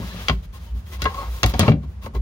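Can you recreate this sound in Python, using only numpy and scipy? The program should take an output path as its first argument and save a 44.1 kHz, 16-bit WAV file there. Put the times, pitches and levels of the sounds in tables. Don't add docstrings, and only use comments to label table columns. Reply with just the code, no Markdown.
import sys
import numpy as np
from scipy import signal
from scipy.fft import rfft, irfft
from scipy.io import wavfile
from scipy.ndimage import uniform_filter1d, map_coordinates

SR = 44100
rng = np.random.default_rng(int(sys.argv[2]) if len(sys.argv) > 2 else 0)


def boost(x):
    u = np.asarray(x, float) / 20
    return 10 ** u


def master_out(mix):
    frames = np.transpose(np.atleast_2d(mix))
    ceiling = np.clip(frames, -1, 1)
    pcm = np.round(ceiling * 32767).astype(np.int16)
    wavfile.write(sys.argv[1], SR, pcm)


N = 97769

# (frequency [Hz], level [dB], t60 [s])
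TUBE_MODES = [(1075, -1, 0.052), (550.5, -10.5, 0.07), (775, -9.5, 0.028), (933, -5.5, 0.052),
              (1271, -10, 0.046), (1602, -14.5, 0.037), (2030, -10.5, 0.028)]
MODE_SCATTER_DB = 2


def unit(x):
    return x / np.sqrt(np.mean(x ** 2))


def peak(x, db):
    return x * boost(db) / np.max(np.abs(x))


def add(out, x, start_s):
    i = int(start_s * SR)
    out[i:i + len(x)] += x[:len(out) - i]


def band(x, lo_hz, hi_hz):
    sos = signal.butter(2, [lo_hz, min(hi_hz, .45 * SR)], "bandpass", fs=SR, output="sos")
    return signal.sosfilt(sos, x)


def lowpass(x, hz, order):
    return signal.sosfilt(signal.butter(order, hz, fs=SR, output="sos"), x)


def highpass(x, hz, order):
    return signal.sosfilt(signal.butter(order, hz, "high", fs=SR, output="sos"), x)


def colour(shape, count=1):
    hz = np.maximum(np.fft.rfftfreq(N, 1 / SR), 1)
    shape_hz, shape_db = np.array(shape, float).T
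    gain = boost(np.interp(np.log(hz), np.log(shape_hz), shape_db))
    white = rng.standard_normal((count, N))
    return unit(irfft(rfft(white) * gain, N))


def walk(rate):
    hold = max(int(SR / rate), 1)
    steps = np.repeat(rng.standard_normal(N)[:N // hold + 1], hold)
    return 1.112 * uniform_filter1d(steps, hold)[:N]


def ring(push, modes, scatter_db=0.):
    out, chance = 0, rng.standard_normal((len(modes), 2))
    for (hz, db, t60), (level_chance, pitch_chance) in zip(modes, chance):
        mode_hz = hz * (1 + .02 * scatter_db * pitch_chance)
        pole = np.exp(2j * np.pi * mode_hz / SR - np.log(1000) / (t60 * SR))
        out = out + boost(db + scatter_db * level_chance) * signal.lfilter([1], [1, -pole], push).imag
    return out


def floor():
    # (frequency [Hz], density [dB per Hz])
    floor_spectrum = [(18, -38), (30, -20), (75, 4), (134, -15.5), (199, -13.5), (280, -30.5), (1070, -36),
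                      (7870, -55.5), (16000, -65)]
    mid, side = colour(floor_spectrum, count=2) * boost(-37)
    return mid, band(side, 330, 24000)


def boom():
    # (centre [s], length [s], level [dB], pitch [Hz])
    swells = [(0, 0.19, -27, 59.2), (0.2, 0.41, -32.5, 56), (0.343, 0.15, -20, 55.47),
              (0.483, 0.08, -26, 53.3), (0.638, 0.21, -37.5, 63.5), (0.752, 0.13, -21, 62.5),
              (0.977, 0.13, -26.5, 59.3), (1.05, 0.076, -20, 62.7), (1.182, 0.2, -32.5, 57.6),
              (1.314, 0.15, -25, 59.2), (1.467, 0.1, -16, 56.2), (1.553, 0.068, -19, 58.9),
              (1.619, 0.075, -28, 61.3), (1.771, 0.12, -24.5, 63.1), (1.875, 0.075, -27.5, 64.54),
              (2.009, 0.18, -28, 57), (2.178, 0.12, -19, 56.1)]
    t = np.arange(N) / SR
    centre_s, _, _, pitch_hz = np.array(swells, float).T
    hz = np.interp(t, centre_s, pitch_hz) * (1 + 0.0609 * walk(24.52))
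    swell = 0
    for s, length, db, _ in swells:
        swell = swell + boost(db) * np.cos(np.pi * np.clip((t - s) / length, -.5, .5))
    flutter = boost(2.5 * walk(6.96))
    return np.sqrt(2) * swell * flutter * np.sin(2 * np.pi * np.cumsum(hz) / SR)


def scuffs():
    # (start [s], length [s], level [dB], treble [dB], tube [dB])
    rubs = [(-.05, 0.17, -48, 1, -44), (0.043, 0.32, -46, 1, -55), (0.189, 0.059, -55.5, -1, -59),
            (0.423, 0.044, -58.5, 7, -78), (0.523, 0.065, -54, 5, -57), (0.568, 0.16, -58, 3.5, -64),
            (0.739, 0.08, -65, 7, -60), (0.85, 0.11, -57, 7, -71), (0.913, 0.068, -50, 5.5, -52),
            (0.975, 0.15, -47, -2.5, -43.5), (1.089, 0.21, -47.5, 2, -36), (1.268, 0.19, -50, 7.5, -45.5),
            (1.455, 0.072, -42, 4.5, -51), (1.511, 0.1, -45, -4, -42), (1.581, 0.15, -42.5, -5, -36.5),
            (1.823, 0.034, -60, -1, -52), (1.868, 0.095, -70, 6.5, -85), (2.013, 0.073, -51.5, 4.5, -48.5),
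            (2.134, 0.052, -56, 4.5, -43), (2.203, 0.1, -58.5, 11.5, -62), (0.318, .12, -62, 2, -68),
            (0.696, 0.22, -67, 5.5, -70), (1.647, 0.066, -50, -5, -41)]
    # (frequency [Hz], density [dB per Hz])
    rub_spectrum = [(80, -8.5), (190, -11.5), (300, -15.5), (1070, -18), (3600, -19), (7500, -35),
                    (12000, -37), (16000, -33)]
    split_hz, patch_db, grain_db, grains_per_s = 7200, 1, 1.5, 1100
    t = np.arange(N) / SR
    noise = colour(rub_spectrum)[0] * boost(grain_db * walk(grains_per_s))
    low = lowpass(noise, split_hz, 4) * boost(patch_db * walk(41.1))
    high = highpass(noise, split_hz, 4) * boost(patch_db * walk(30.2))
    tube = unit(ring(rng.standard_normal(N) * boost(2.5 * walk(45.1)), TUBE_MODES))
    out = 0
    for s, length, db, treble_db, tube_db in rubs:
        swell = np.sin(np.pi * np.clip((t - s) / length, 0, 1)) ** 0.78
        carpet = boost(db + 6.5) * (low + boost(treble_db) * high)
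        out = out + swell * (carpet + boost(tube_db) * tube)
    return out


def songs():
    # (start [s], length [s], level [dB], pitch [Hz])
    sung_modes = [(0.0, .1, -39.5, 173.8), (.03, .05, -49, 1075), (.1, 0.16, -42, 181.5),
                  (.1, 0.18, -50, 1737), (.292, 0.032, -22, 1066), (.284, 0.027, -27, 2030),
                  (.53, 0.064, -55, 1067), (.655, 0.054, -56.5, 3030), (.665, 0.046, -55, 926),
                  (.735, 0.053, -52.5, 403), (.72, 0.098, -46, 187.4), (.762, 0.018, -60, 3290),
                  (.86, 0.087, -60, 2010), (.86, 0.043, -58, 3210), (.915, 0.052, -48, 2032),
                  (.925, .04, -48, 1074), (.9, 0.049, -49, 376), (1.0, 0.036, -45, 1065),
                  (1.038, 0.028, -33.5, 2030), (1.054, 0.039, -20, 1082), (1.055, .03, -31, 1640),
                  (1.058, 0.036, -31, 420), (1.122, 0.017, -44, 1100), (1.14, 0.028, -35, 1076),
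                  (1.175, 0.063, -28, 1089), (1.17, 0.076, -40.5, 566), (1.215, .05, -37, 778),
                  (1.225, 0.054, -40, 1067), (1.17, .08, -50, 4250), (1.435, 0.027, -25, 745),
                  (1.628, .016, -29, 1246), (1.697, 0.054, -13.5, 150.8), (1.679, 0.041, -10.5, 118.7),
                  (1.682, 0.046, -22, 235), (2.04, .04, -41.5, 1075), (2.145, 0.038, -35.5, 395),
                  (.185, .035, -44, 2950), (.08, 0.078, -50, 4050), (.283, 0.014, -27.5, 3143),
                  (1.02, .03, -37.5, 1443), (1.057, .02, -32, 2000), (1.085, .04, -41, 1063),
                  (1.09, 0.044, -41.5, 779), (1.44, 0.053, -18.5, 104.4), (1.54, 0.026, -33, 756),
                  (1.593, .05, -16, 100), (1.7, 0.087, -29, 279.6), (.74, 0.082, -48.5, 249.5),
                  (1.63, .04, -42, 1740)]
    rise = 0.24
    out = np.zeros(N)
    drift, rough = 1 + 0.01 * walk(90), boost(4 * walk(160))
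    for k, (s, length, db, hz) in enumerate(sung_modes):
        u = np.arange(int(length * SR)) / (length * SR)
        swell = np.sin(np.pi / 2 * np.minimum(u / rise, (1 - u) / (1 - rise)))
        at = (np.arange(len(u)) + k * (N // len(sung_modes))) % N
        tone = np.sin(2 * np.pi * np.cumsum(hz * drift[at]) / SR)
        add(out, np.sqrt(2) * boost(db) * swell * rough[at] * tone, s)
    return out


def thuds():
    # (time [s], level [dB], contact time [s])
    blows = [(0.001, -16.5, 0.0016), (0.145, -24.5, 0.00095), (0.295, -11, 0.0026), (0.308, -11.5, 0.0019),
             (1.023, -17, 0.0015), (1.058, -22, 0.0011), (1.433, -9.5, 0.0024), (1.445, -11, 0.0014),
             (1.459, -20, 0.00052), (1.538, -13, 0.00063), (1.551, -17.5, 0.0017), (1.594, -1.5, 0.001),
             (1.608, -7, 0.00075), (1.628, -9, 0.00046), (1.6804, -2.5, 0.0008), (1.684, -1, 0.00071),
             (1.699, -11, 0.0012), (1.717, -11, 0.0006), (1.837, -24, 0.0018), (1.895, -32, 0.0019),
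             (2.046, -26, 0.0016), (2.065, -24, 0.00067), (2.148, -19.5, 0.001), (2.165, -22.5, 0.0012)]
    # (frequency [Hz], level [dB], t60 [s])
    panel_modes = [(100, -2, 0.15), (110.7, -1, 0.17), (147.9, 0.5, .22), (187, -7.5, 0.372),
                   (228.3, -1, 0.12), (284.3, -7, 0.14), (352.7, -6, 0.075), (410, -3.5, 0.07),
                   (511, -9, 0.072), (557, -4, 0.073), (636, -10, 0.069), (745, -8.5, 0.045)]
    shudder_db, shudder_t60_s = -6, 0.23
    out, t = np.zeros(N), np.arange(SR // 3) / SR
    for s, db, contact in blows:
        push = np.sin(np.pi * np.minimum(t / contact, 1))
        shudder = band(rng.standard_normal(len(t)), 89.6, 660) * boost(shudder_db - 60 * t / shudder_t60_s)
        add(out, peak(ring(push + shudder, panel_modes, MODE_SCATTER_DB), db + 0.5), s)
    return highpass(out, 86, 3)


def clacks():
    # (time [s], clack level [dB], bright tick level [dB], tube level [dB], crack t60 [s])
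    contacts = [(0.2837, -8.5, -39.5, -27, 0.035), (0.2962, -9.5, -51.5, -28.5, 0.042),
                (1.019, -18.5, -30.5, -53, 0.063), (1.041, -28, -35.5, -35, 0.077),
                (1.0546, -11, -64.5, -23, 0.073), (1.1438, -36, -58, -43, 0.057),
                (1.1812, -42, -52, -47, 0.035), (1.4317, -8, -26.5, -28, 0.026),
                (1.4393, -7.5, -45, -30, 0.028), (1.4607, -18.5, -27.5, -39, 0.045),
                (1.4974, -46, -35, -42, 0.05), (1.5383, -21, -56.5, -29, 0.076),
                (1.5935, -12.5, -17, -26, 0.096), (1.6087, -15, -52, -40, 0.1),
                (1.6306, -16, -70, -31.5, 0.079), (1.6796, -10, -63, -38, 0.064),
                (1.6854, -15, -69, -39, 0.078), (1.7184, -20, -70.5, -54, 0.086),
                (2.0604, -36.5, -58, -35, 0.041), (2.1487, -40.5, -61, -38.5, 0.08),
                (2.1649, -35, -84, -50, 0.022)]
    # (frequency [Hz], level [dB], t60 [s])
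    trim_modes = [(747, -2, 0.041), (1425, -7, 0.035), (1926, -6, 0.033), (2322, 0.5, 0.034),
                  (2880, 0, 0.018), (3330, -2.5, 0.032), (3793, -1.5, 0.023), (4342, -1, 0.027),
                  (4890, -5, 0.022), (6130, -8, 0.024)]
    crack_db, trim_db, sharp_db = 2.5, -1, 3.5
    sharp_t60_s, tick_t60_s = 0.0085, 0.021
    tube_hold_s, tube_rise_s = 0.01095, 0.0018
    hard_top_hz, hard_db_per_octave = 4770, 22.5
    out, t = np.zeros(N), np.arange(SR // 6) / SR

    def fall(t60):
        return boost(-60 * t / t60) * np.minimum(t / 0.00039, 1)

    for s, clack_db, tick_db, tube_db, t60 in contacts:
        rattle_noise, tick_noise, tube_noise = rng.standard_normal((3, len(t)))
        octaves = (tick_db - clack_db + 33.5) / hard_db_per_octave
        top_hz = np.clip(hard_top_hz * 2 ** octaves, 1000, 14000)
        decay = fall(t60) + boost(sharp_db) * fall(sharp_t60_s) + boost(-42) * fall(3 * t60)
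        rattle = rattle_noise * decay
        crack = peak(band(rattle, 481, 5620), crack_db)
        trim = peak(ring(rattle, trim_modes, MODE_SCATTER_DB), trim_db)
        body = lowpass(crack + trim, top_hz, 3)
        tick = band(tick_noise * (fall(tick_t60_s) + fall(sharp_t60_s)), 5860, 18000)
        tube_push = np.clip(np.minimum(t, tube_hold_s - t) / tube_rise_s, 0, 1)
        tube = ring(tube_noise * tube_push, TUBE_MODES)
        add(out, boost(clack_db) * body + peak(tick, tick_db + 8) + peak(tube, tube_db + 10.5), s)
    return out


def cabin_tail(near):
    t60_s, level_db = 0.14, -12
    t = np.arange(SR // 5) / SR
    tails = band(rng.standard_normal((2, len(t))), 676, 12300) * boost(-60 * t / t60_s)
    tails = tails / np.sqrt(np.sum(tails ** 2, axis=1, keepdims=True))
    return signal.fftconvolve(near[None], tails, axes=1)[:, :N] * boost(level_db)


def ports(near):
    left_lead_s, left_db, left_treble_db, port_hz = 0.00016, 2.5, 7.5, 2250
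    low = signal.sosfiltfilt(signal.butter(2, port_hz, fs=SR, output="sos"), near)
    late = map_coordinates(low, [np.arange(N) - left_lead_s * SR], mode="nearest")
    top = highpass(near, 10500, 2) * (boost(left_treble_db) - 1)
    left = low * boost(left_db / 2) + near - low + top
    right = late * boost(-left_db / 2) + near - low - top / 2
    return left, right


def scene():
    mid, side = floor()
    mid = mid + boom()
    near = clacks() + thuds() + scuffs() + songs()
    side = side + band(clacks() + scuffs(), 1900, 16000) * boost(-1.5)
    left, right = ports(near)
    return np.array([left + mid + side, right + mid - side]) + cabin_tail(near)


def top_cut(x):
    return signal.sosfilt(signal.butter(12, 16830, fs=SR, output="sos"), x)


def record(dry):
    x = highpass(dry, 50, 4)
    x = x - 0.36 * band(x, 6980, 9160)
    rounded = np.tanh(0.57 * x) / 0.62
    mix = signal.sosfilt(signal.ellip(7, .2, 58, 15750, fs=SR, output="sos"), rounded)
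    return top_cut(mix)


dry = scene()
out = record(dry)
master_out(out)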